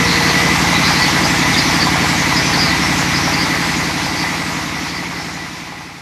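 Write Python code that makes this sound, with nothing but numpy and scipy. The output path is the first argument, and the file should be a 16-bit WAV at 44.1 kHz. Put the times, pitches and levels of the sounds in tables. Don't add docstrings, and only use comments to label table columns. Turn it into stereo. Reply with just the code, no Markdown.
import sys
import numpy as np
from scipy import signal
from scipy.fft import rfft, irfft, next_fast_len
from scipy.io import wavfile
from scipy.ndimage import uniform_filter1d, map_coordinates

SR = 44100
rng = np.random.default_rng(int(sys.argv[2]) if len(sys.argv) > 2 else 0)


def generate_wav(signal):
    frames = np.transpose(np.atleast_2d(signal))
    scaled = np.clip(frames, -1, 1) * 32767
    pcm = np.round(scaled).astype(np.int16)
    wavfile.write(sys.argv[1], SR, pcm)


N = 265305
TIME = np.arange(N) / SR

# t/s, knock level/dB, upper exhaust level/dB
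ENGINE_RIDES = [(0, -0.5, -1.5), (.9, 0.5, 0), (1.8, -.5, 0), (2.9, -1.5, 1.5), (3.75, 0, 3.5),
                (4.4, 0.5, 1), (5.1, 1, 0), (6.02, -1, -1)]


def amp(db):
    return 10 ** (np.asarray(db) / 20)


def unit(x):
    return x / np.sqrt(np.mean(x ** 2) + 1e-20)


def curve(rows, column=1):
    table = np.array(rows)
    return np.interp(TIME, table[:, 0], table[:, column])


def wobble(rate):
    coarse = np.arange(0, N + 64, 64)
    knots = rng.standard_normal(int(N * rate / SR) + 5)
    return np.interp(np.arange(N), coarse, map_coordinates(knots, [coarse * rate / SR]))


def bell(offset, width):
    return np.exp(-4 * np.log(2) * (offset / width) ** 2)


def resonance(f, hz, width):
    return 1j * f * width / (hz ** 2 - f ** 2 + 1j * f * width)


def filtered(x, response):
    size = next_fast_len(N + SR // 2)
    return irfft(rfft(x, size) * response(np.fft.rfftfreq(size, 1 / SR)), size)[..., :N]


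def engine_cycles():
    # t/s, cycle rate/Hz
    speed = [(0, 11.524), (2.007, 11.359), (4.013, 11.421), (6.02, 11.513)]
    depth_hz, peak_s, period_s = .091, .374, .769
    sway = depth_hz * np.cos(2 * np.pi * (TIME - peak_s) / period_s)
    return .01 + np.cumsum(curve(speed) + sway) / SR


def exhaust(cycle):
    # position/cycle, f/Hz, width/Hz, strength (negative = suction)
    thuds = [(0.016, 259, 19, 0.37), (0.196, 170, 24, 0.46), (0.243, 81, 156, 0.13), (0.543, 93, 17, 0.25),
             (0.635, 186, 53, -0.31), (0.771, 70, 50, 0.28), (0.873, 130, 15, 0.5),
             (0.961, 146, 101, -0.35)]
    # multiple of the cycle rate, relative level/dB
    harmonics = [(3, -39.9), (4, -24.3), (5, -17.5), (6, -10.3), (7, -14.0), (8, -12.3), (9, -11.8),
                 (10, -11.7), (11, -16.6), (12, -4.2), (13, -8.6), (14, -18.0), (15, 0.0), (16, -10.4),
                 (17, -20.0), (18, -17.7), (19, -9.4), (20, -12.3), (21, -7.8), (22, -13.6), (23, -6.7),
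                 (24, -7.6), (25, -30.7), (26, -9.0), (27, -5.2), (28, -10.8), (29, -15.2), (30, -15.3),
                 (31, -28.4), (32, -19.7), (33, -27.6), (34, -31.0), (35, -19.7), (36, -26.1)]
    position, hz, width, strength = np.transpose(thuds)
    mean_rate = cycle[-1] * SR / N
    upper_db = curve(ENGINE_RIDES, column=2) + 1.2 * wobble(3.86)
    throb = np.zeros(N)
    for k, db in harmonics:
        f = k * mean_rate
        blows = strength * resonance(f, hz, width) * np.exp(-2j * np.pi * k * position)
        shelf = f ** 4 / (f ** 4 + 220 ** 4)
        gain = amp(db + upper_db * shelf + 1.1 * wobble(5))
        throb += gain * np.cos(2 * np.pi * k * cycle + np.angle(blows.sum()) + .12 * wobble(6))
    return amp(-19) * unit(throb)


def block_knock(cycle):
    # f/Hz, relative level/dB, t60/s
    modes = [(445, -9, 0.071), (514, -6, 0.17), (624, -16.5, 0.57), (668.7, -2, 0.39), (741.6, -0.5, 0.38),
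             (822, 6.5, 0.19), (860, -1, 0.35), (873, -4.5, 0.63), (953, -9, 0.43), (1006, -2, 0.5),
             (1187, -6.5, 0.37), (1594, 1.5, 0.14)]
    hz, db, t60 = np.transpose(modes)[..., None]
    firings = cycle - .41
    t = np.arange(SR // 4) / SR
    knocks = np.zeros(N + SR)
    for start in np.flatnonzero(np.diff(np.floor(firings))):
        decays = amp(db + rng.normal(0, 2.5, db.shape) + rng.normal(0, 1.9) - 60 * t / t60)
        phases = 2 * np.pi * hz * t + rng.normal(0, .45, db.shape)
        knocks[start:start + len(t)] += np.sum(decays * np.sin(phases), 0)
    noise = filtered(rng.standard_normal(N), lambda f: np.exp(-.5 * (np.log((f + 1) / 950) / .24) ** 2))
    rattle = amp(-16 * (firings % 1)) * noise
    ride = amp(curve(ENGINE_RIDES) + .85 * wobble(4.29))
    return ride * (amp(-27) * unit(knocks[:N]) + amp(-27.5) * unit(rattle))


def wood_cut(accents):
    # f/Hz, level/dB
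    hiss_eq = [(20, -45), (60, -9.5), (300, -2), (420, -5), (580, -7), (1000, -1), (1500, -4), (2100, 0.5),
               (3000, -8.5), (4600, -7), (6000, -9.5), (8000, -20), (11000, -23.5), (14000, -25)]
    # t/s, level/dB
    treble_ride = [(0, .5), (1.2, 1.5), (2.4, -0.5), (3.6, 1), (4.8, 0.8), (6.02, -0.1)]
    hz, frame_s, spectrum = signal.stft(rng.standard_normal(N), SR, nperseg=256, noverlap=192)
    hz = hz[:, None]
    patches = uniform_filter1d(rng.standard_normal(spectrum.shape), 3, axis=0)
    patches = uniform_filter1d(patches, 30, axis=1)
    power = amp(2.4 * unit(patches))
    waver = np.cumsum(wobble(60)) / SR
    tones = np.zeros(N)
    for at, pitch, width, length, db in accents:
        power += amp(db - 2) ** 2 * bell(hz - pitch, width) * bell(frame_s - at, length)
        near = slice(max(round((at - 2 * length) * SR), 0), round((at + 2 * length) * SR))
        swell = amp(db - 18) * np.sqrt(bell(TIME[near] - at, length))
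        tones[near] += swell * np.sin(2 * np.pi * (pitch * TIME[near] + .2 * width * waver[near]))
    treble_db = curve(treble_ride) + .45 * wobble(16)
    shelf_db = np.interp(frame_s, TIME, treble_db) * hz ** 2 / (hz ** 2 + 3000 ** 2)
    hiss = signal.istft(spectrum * np.sqrt(power) * amp(shelf_db), SR, nperseg=256, noverlap=192)[1][:N]
    eq_hz, eq_db = np.transpose(hiss_eq)
    return amp(-6) * filtered(hiss + tones, lambda f: amp(np.interp(np.log(f + 1), np.log(eq_hz), eq_db)))


def blade_ring():
    # f/Hz, width/Hz, relative level/dB
    modes = [(1830, 22, -1), (1857, 41, -13), (2157, 29, -0.5), (2200, 20, 1), (2264, 10, -9),
             (2332, 26, -3)]
    ring_hz = [1966, 2029]
    # t/s, lower tone level/dB, upper tone level/dB
    swells = [(.05, -24, -28), (.18, -23, -28), (.25, -25, -31), (.37, -15, -30), (.43, -27, -19),
              (.51, -26, -20), (.77, -28, -31), (1.02, -15, -35), (1.21, -27, -32), (1.449, -21.5, -26),
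              (2.26, -27, -40), (2.73, -24, -26), (2.92, -24, -29), (3.53, -21, -32), (3.83, -29, -21),
              (4.13, -28, -28), (4.26, -22, -24), (4.59, -29, -23), (4.78, -19, -26), (4.99, -15, -23),
              (5.19, -31, -23), (5.42, -16, -29), (5.81, -23, -27)]
    resting_db, swell_s = (-27, -29), .044
    rub = rng.standard_normal(N)
    rubbed = filtered(rub, lambda f: sum(amp(db) * resonance(f, hz, width) for hz, width, db in modes))
    ring = amp(-28) * unit(rubbed)
    peak_s, *swell_db = np.transpose(swells)
    steps = np.arange(0, N / SR + .01, .005)
    shapes = bell(steps[:, None] - peak_s, swell_s)
    for hz, rest_db, db in zip(ring_hz, resting_db, swell_db):
        phase = 2 * np.pi * np.cumsum(hz + 6 * wobble(30)) / SR
        envelope = amp(rest_db + .5 * wobble(9)) + np.interp(TIME, steps, shapes @ amp(db))
        flutter = amp(1.8 * wobble(40))
        ring += envelope * flutter * np.sin(phase)
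    return ring


def hum():
    hz, rms_db, hold_s, release_s = 473.5, -30.5, .51, .05
    gate = np.clip((hold_s - TIME) / release_s + 1, 0, 1)
    return gate * amp(rms_db + .58 * wobble(6.6)) * np.sqrt(2) * np.sin(2 * np.pi * hz * TIME)


def tooth_rasps():
    # t/s into the turn, f/Hz, width/Hz, length/s, relative level/dB
    teeth = [(0.068, 7760, 800, 0.081, 5), (0.158, 7000, 1100, .045, 7), (.43, 5400, 900, 0.097, 2)]
    # start t/s, rasp level/dB
    turns = [(-.35, -8), (.454, -7), (1.247, 0), (2.04, 1), (2.838, 0.5), (3.63, -1.5), (4.39, -1),
             (5.19, -4)]
    accents = []
    for start, turn_db in turns:
        for delay, hz, width, length, db in teeth:
            pitch = hz * (1 + rng.normal(0, .03))
            level_db = db + turn_db + rng.normal(0, 1.5)
            if start + delay > 0:
                accents.append((start + delay, pitch, width, length, level_db))
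    return accents


def tooth_squeals(width_hz=570):
    # t/s, f/Hz, length/s, relative level/dB
    squeals = [(0.1, 4080, .05, 6.5), (.147, 4390, .04, 7), (.223, 4180, .034, 5), (.296, 4390, .035, 6),
               (.755, 3960, .03, 8.5), (0.86, 4100, 0.044, 8.5), (.896, 4900, 0.067, 7),
               (.956, 4170, .07, 3), (1.034, 4500, 0.04, 10.5), (1.25, 4820, 0.022, 9),
               (1.553, 3640, .02, 11.5), (1.59, 4870, 0.021, 15), (1.625, 4100, .06, 4),
               (1.695, 5650, .05, 2), (1.752, 4990, 0.019, 5), (1.827, 4670, .03, 13.5),
               (2.38, 5030, .021, 12.5), (2.482, 6000, .046, 6), (2.547, 4390, 0.018, 12),
               (2.621, 4830, 0.058, 12.5), (2.694, 4300, .044, 6), (2.847, 5510, .03, 9.5),
               (3.16, 5050, .04, 9.5), (3.26, 5340, .06, 4.5), (3.344, 4700, 0.019, 9),
               (3.418, 4780, .041, 12.5), (3.638, 4940, .03, 3), (4.055, 4870, .028, 3),
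               (4.2, 4700, 0.055, 7.5), (4.898, 4730, .034, 6), (4.968, 4900, .028, 9),
               (5.2, 5300, .045, 7)]
    return [(at, hz, width_hz, length, db) for at, hz, length, db in squeals]


def scene():
    cycle = engine_cycles()
    engine = exhaust(cycle) + block_knock(cycle)
    saw = wood_cut(tooth_squeals() + tooth_rasps()) + blade_ring()
    mono = engine + saw + hum()
    return np.array([mono, mono])


def record(dry):
    fade_start_s, fade_end_s, slope_db_per_s, cutoff_hz = 2.75, 6.474, -.35, 13080
    fade = np.clip((fade_end_s - TIME) / (fade_end_s - fade_start_s), 0, 1)
    return filtered(dry * fade * amp(slope_db_per_s * TIME), lambda f: f < cutoff_hz)


dry = scene()
out = record(dry)
generate_wav(out)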